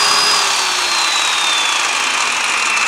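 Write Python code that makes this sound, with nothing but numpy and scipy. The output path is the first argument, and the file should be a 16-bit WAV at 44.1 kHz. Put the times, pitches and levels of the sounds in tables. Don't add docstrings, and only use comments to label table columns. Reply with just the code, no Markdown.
import sys
import numpy as np
from scipy import signal
from scipy.fft import rfft, irfft
from scipy.io import wavfile
from scipy.ndimage import uniform_filter1d

SR = 44100
rng = np.random.default_rng(int(sys.argv[2]) if len(sys.argv) > 2 else 0)


def master(y):
    cut = np.clip(np.atleast_2d(y).T, -1, 1)
    pcm = np.round(cut * 32767)
    wavfile.write(sys.argv[1], SR, pcm.astype(np.int16))


N = 126567
T = np.arange(N) / SR

# (time [s], level [dB])
WHINE_LEVEL = [(0, -16.5), (.18, -14.5), (.33, -14.5), (.44, -21), (.475, -31), (.53, -24), (.68, -23.5),
               (.78, -27), (.86, -22), (.97, -18.5), (1.1, -19.5), (1.22, -18.5), (1.29, -19), (1.335, -22),
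               (1.39, -20), (1.56, -16), (1.7, -20.5), (1.82, -27), (1.93, -29), (2.11, -24.5), (2.25, -34),
               (2.55, -25), (2.72, -19), (2.87, -19.5)]
# (time [s], level [dB])
HUM_LEVEL = [(0, -30), (.47, -34), (.57, -36.5), (.8, -34), (.97, -36), (1.05, -45), (1.2, -43), (1.3, -54),
             (1.6, -41), (1.8, -52), (1.95, -40), (2.35, -42.5), (2.87, -44)]
# (multiple of shaft speed, level at full speed [dB], level at half speed [dB])
SHAFT_ORDERS = [(4, -30, -56), (6, -57, -25.5), (9, -38, -33), (10, -34, -45), (11, -30, -30.5),
                (15, -33, -53), (16, -42, -33), (24, -51, -33), (32, -62, -50), (36, -58, -58)]
# (frequency [Hz], density at full speed [dB per Hz], density at half speed [dB per Hz])
AIR_COLOUR = [(25, -25, -39), (60, -30, -23), (150, -19, -25.5), (275, -14, -15), (463, -11.5, -9.5),
              (685, -4.5, -10.5), (903, 3, -0.5), (1240, 2, 3.5), (1296, 1, -1.5), (1940, -6, -3.5),
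              (2440, -4.5, 2), (2860, -6, -7.5), (3240, 0.5, -7.5), (4470, -7, -13.5), (6600, -5.5, -12.5),
              (8540, -10.5, -18), (10240, -18.5, -26), (11740, -23.5, -36.5), (15700, -34, -47)]
# (frequency [Hz], width [Hz], lift for the air [dB], lift for the knocks [dB])
BODY_MODES = [(346, 27, 4, 9), (866, 61, 2, -6), (1172, 83, 0, 12), (1754, 68, 3.5, -1),
              (2401, 52, 9, -0.5), (2572, 78, 7.5, 9), (2723, 70, 8.5, 15), (3540, 120, 3.5, -5),
              (4150, 190, 4, 12), (4740, 72, 3.5, 9), (5360, 75, 7, 2), (5690, 160, 2.5, 6),
              (6230, 58, -5, 8), (6410, 120, 4, 6), (7100, 99, -12, 11.5), (7700, 50, -7, -4),
              (8030, 70, -3, 7), (9140, 340, 1.5, 5), (9750, 250, -4.5, -3), (10150, 180, 3.5, 5.5),
              (11100, 270, 2.5, 6)]
# (frequency [Hz], density [dB per Hz])
DRIVE_COLOUR = [(25, -19), (70, -18), (160, -9.5), (400, -9), (800, -8), (1150, 3), (1500, -2.5),
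                (4000, -21), (7000, -27), (9300, -14), (11000, -34), (15700, -32)]
# (frequency [Hz], width [Hz], level [dB], pulsing depth [0-1])
MOTOR_RINGS = [(1120, 20, -26.5, 0.7), (2770, 32, -33, 0.1), (8870, 200, -36.5, 0.56),
               (9840, 110, -38.5, 0.6)]
# (time [s], level [dB])
RUMBLE_LEVEL = [(0, -54), (.6, -54), (1.8, -63), (2.2, -56), (2.5, -58), (2.87, -56)]
# (time [s], clack level [dB], high blade ring level [dB])
GEAR_KNOCKS = [(0.0219, -19, -28), (0.0421, -19, -26), (0.0824, -19, -25), (0.1104, -20, -21),
               (0.135, -20, -23), (0.1837, -21, -24), (0.2361, -24, -23), (0.2645, -23, -24),
               (0.3116, -23, -23), (0.3418, -17, -28), (0.3624, -17, -30), (0.3886, -20, -28),
               (0.4155, -17, -31), (0.4417, -17, -27), (0.4711, -16, -31), (0.5018, -17, -32),
               (0.5294, -20, -27), (0.5611, -19, -25), (0.5895, -17, -24), (0.6144, -20, -34),
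               (0.7154, -20, -28), (0.7822, -19, -31), (0.8173, -19, -34), (0.8439, -22, -36),
               (0.9129, -18, -32), (0.9468, -20, -37), (0.9831, -17, -35), (1.0126, -19, -31),
               (1.0405, -18, -38), (1.0718, -19, -38), (1.1203, -18, -36), (1.1557, -18, -31),
               (1.1922, -18, -33), (1.2151, -19, -29), (1.246, -15, -30), (1.2721, -19, -29),
               (1.2892, -20, -33), (1.3263, -19, -37), (1.3787, -19, -27), (1.4094, -20, -24),
               (1.4394, -18, -30), (1.4666, -19, -25), (1.4926, -17, -33), (1.5279, -19, -25),
               (1.5762, -18, -29), (1.6032, -18, -32), (1.6523, -21, -29), (1.688, -17, -27),
               (1.7198, -20, -29), (1.7549, -17, -31), (1.7937, -16, -30), (1.8294, -19, -34),
               (1.846, -16, -30), (1.8866, -19, -32), (1.9258, -21, -28), (1.9611, -17, -26),
               (1.9971, -19, -25), (2.0366, -19, -28), (2.0668, -19, -36), (2.1018, -20, -26),
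               (2.1356, -20, -26), (2.1729, -18, -34), (2.2011, -18, -30), (2.2203, -18, -32),
               (2.2512, -21, -33), (2.2708, -18, -28), (2.2985, -21, -31), (2.3194, -20, -23),
               (2.3444, -23, -30), (2.364, -19, -31), (2.4034, -20, -34), (2.4402, -19, -20),
               (2.4764, -20, -32), (2.4945, -19, -25), (2.5194, -22, -26), (2.5355, -20, -31),
               (2.5734, -21, -29), (2.5956, -20, -29), (2.6217, -18, -28), (2.6536, -19, -26),
               (2.6684, -19, -33), (2.6969, -21, -21), (2.7704, -16, -26), (2.8094, -18, -30),
               (2.8262, -19, -33), (2.8624, -20, -33)]
# (frequency [Hz], clack density [dB per Hz], high ring density [dB per Hz])
KNOCK_SPECTRUM = [(60, -36, -50), (400, -12, -43), (1100, 3.5, -27), (2000, -2.5, -22), (3300, -0.5, -18),
                  (4700, -7.5, -16), (6630, -1, -18), (7950, -4, -3), (9320, -14.5, 7), (10980, -32, -6),
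                  (11900, -30, -20), (15700, -28, -28)]
# (time [s], level [dB])
GRIT_SNAPS = [(1.441, -33), (1.576, -35), (1.999, -31), (2.369, -40), (2.735, -39)]

START_HZ, TOP_HZ, OFF_S = 405.8, 413.8, .325
FRICTION_HZ_PER_S, AIR_DRAG_PER_TURN = 24.1, .00058
WAVER, WAVER_HZ = 0.00059, 30
WHINE_ORDER, FLUTTER_DB, FLUTTER_HZ = 12, 0.9, 45
AIR_DB, PATCH_DB = -17.5, 0.5
THROB, BLADE_RATIO = 0.097, .157
DRIVE_DB, DRIVE_FADE_S, PULSE_PER_TURN = -23, 0.096, 0.11
RUMBLE_HZ = 220
KNOCK_RISE_S = .0032
KNOCK_FALL_S, RING_FALL_S, SLOW_STRETCH = .0058, .0036, .3
KNOCK_DB, RING_DB, KNOCK_GRAIN = 3.5, 0, 0.29
CHATTER_PER_S, CHATTER_SPREAD_DB, CHATTER_SLOW_DB = 70, 4.5, -2.5
CHATTER_DB, CHATTER_RING_DB = -32, -43
SNAP_S, SNAP_HZ, SNAP_WIDTH_HZ = 0.0022, 12000, 4000
CUT_HZ = 15740


def amp(db):
    return 10 ** (np.asarray(db) / 20)


def unit(x):
    return x / np.sqrt(np.mean(x ** 2) + 1e-20)


def follow(points):
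    return np.interp(T, *np.transpose(points))


def read(points, hz, axis=1):
    p = np.array(points, float)
    return np.interp(np.log(hz + 1), np.log(p[:, 0]), p[:, axis])


def wander(hz):
    rolloff = np.exp(-(np.fft.rfftfreq(N, 1 / SR) / hz) ** 2)
    return unit(irfft(rfft(rng.standard_normal(N)) * rolloff, N))


def lift(hz, axis):
    return sum(m[axis] / (1 + (2 * (hz - m[0]) / m[1]) ** 2) for m in BODY_MODES)


def ring(x, db_at, size=8192):
    log_gain = np.log(amp(db_at(abs(np.fft.fftfreq(size, 1 / SR)))))
    min_phase = np.exp(signal.hilbert(log_gain).conj())
    taps = np.fft.ifft(min_phase).real[:size // 2]
    return signal.fftconvolve(x, taps / np.linalg.norm(taps))[:N]


def shaft():
    knee = np.sqrt(FRICTION_HZ_PER_S / AIR_DRAG_PER_TURN)
    rate = np.sqrt(FRICTION_HZ_PER_S * AIR_DRAG_PER_TURN)
    coast = knee * np.tan(np.arctan(TOP_HZ / knee) - rate * (T - OFF_S))
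    powered = START_HZ + (TOP_HZ - START_HZ) * T / OFF_S
    return uniform_filter1d(np.where(T < OFF_S, powered, coast), size=1500)


def tones(turns, slow):
    levels = [(WHINE_ORDER, follow(WHINE_LEVEL)), (1, follow(HUM_LEVEL))]
    levels += [(round(k), fast + (half - fast) * slow) for k, fast, half in SHAFT_ORDERS]
    out = np.zeros(N)
    for order, db in levels:
        gain = amp(db + FLUTTER_DB * wander(FLUTTER_HZ))
        out += gain * np.sin(2 * np.pi * (order * turns + rng.random()))
    return out


def air(turns, slow, size=1024):
    overlap = size - size // 4
    hz, t, z = signal.stft(rng.standard_normal(N), SR, nperseg=size, noverlap=overlap)
    body = lift(hz, axis=2)
    fast = (read(AIR_COLOUR, hz, axis=1) + body)[:, None]
    half = (read(AIR_COLOUR, hz, axis=2) + body)[:, None]
    patches = uniform_filter1d(rng.standard_normal(z.shape), size=10, axis=0)
    patches = unit(uniform_filter1d(patches, size=7, axis=1))
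    z = z * amp(fast + (half - fast) * np.interp(t, T, slow) + PATCH_DB * patches)
    rush = signal.istft(z, nperseg=size, noverlap=overlap)[1][:N]
    throb = 1 + THROB * np.sin(2 * np.pi * BLADE_RATIO * turns)
    return amp(AIR_DB) * unit(rush * throb)


def drive(turns):
    out = amp(DRIVE_DB) * ring(rng.standard_normal(N), lambda hz: read(DRIVE_COLOUR, hz))
    pulse = np.sin(2 * np.pi * PULSE_PER_TURN * turns)
    for hz, width, db, depth in MOTOR_RINGS:
        drift = wander(width) + 1j * wander(width)
        fuzzy = (drift * np.exp(2j * np.pi * hz * T)).real
        out = out + amp(db) * unit(fuzzy * (1 + depth * pulse))
    return out * np.clip(1 - (T - OFF_S) / DRIVE_FADE_S, 0, 1)


def rumble():
    return amp(follow(RUMBLE_LEVEL)) * wander(RUMBLE_HZ)


def bursts(rows, fall_s, slow):
    power = np.zeros(N)
    for s, db in rows:
        part = power[int(s * SR):][:SR // 20]
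        t = T[:len(part)]
        fall = fall_s * (1 + SLOW_STRETCH * np.interp(s, T, slow))
        shape = np.minimum(t / KNOCK_RISE_S, 1) * np.exp(-np.maximum(t - KNOCK_RISE_S, 0) / fall)
        part += (amp(db) * shape) ** 2
    grain = np.exp(KNOCK_GRAIN * rng.standard_normal(N))
    return np.sqrt(power) * unit(rng.standard_normal(N) * grain)


def rattle(slow, count=400):
    times = np.cumsum(rng.gamma(2, .5, count)) / CHATTER_PER_S
    sizes = CHATTER_SPREAD_DB * rng.standard_normal(count)
    sizes = sizes + CHATTER_SLOW_DB * np.interp(times, T, slow)
    chatter = np.transpose([times, CHATTER_DB + sizes, CHATTER_RING_DB + sizes])
    s, clack_db, high_db = np.vstack([GEAR_KNOCKS, chatter]).T
    clack = ring(bursts(zip(s, clack_db), KNOCK_FALL_S, slow),
                 lambda hz: read(KNOCK_SPECTRUM, hz, axis=1) + lift(hz, axis=3))
    high = ring(bursts(zip(s, high_db), RING_FALL_S, slow),
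                lambda hz: read(KNOCK_SPECTRUM, hz, axis=2) + lift(hz, axis=3))
    return amp(KNOCK_DB) * clack + amp(RING_DB) * high


def snaps():
    burst = sum(amp(db) * (T > s) * np.exp(-abs(T - s) / SNAP_S) for s, db in GRIT_SNAPS)
    return ring(burst * rng.standard_normal(N),
                lambda hz: -10 * np.log10(1 + (2 * (hz - SNAP_HZ) / SNAP_WIDTH_HZ) ** 2))


def scene():
    speed = shaft()
    turns = np.cumsum(speed * (1 + WAVER * wander(WAVER_HZ))) / SR
    slow = np.log2(TOP_HZ / speed)
    saw = tones(turns, slow) + air(turns, slow) + drive(turns)
    return (saw + rumble() + rattle(slow) + snaps())[None]


def record(dry):
    low_pass = signal.firwin(801, CUT_HZ, window=("kaiser", 9), fs=SR)
    return signal.oaconvolve(dry, low_pass[None], "same")


dry = scene()
out = record(dry)
master(out)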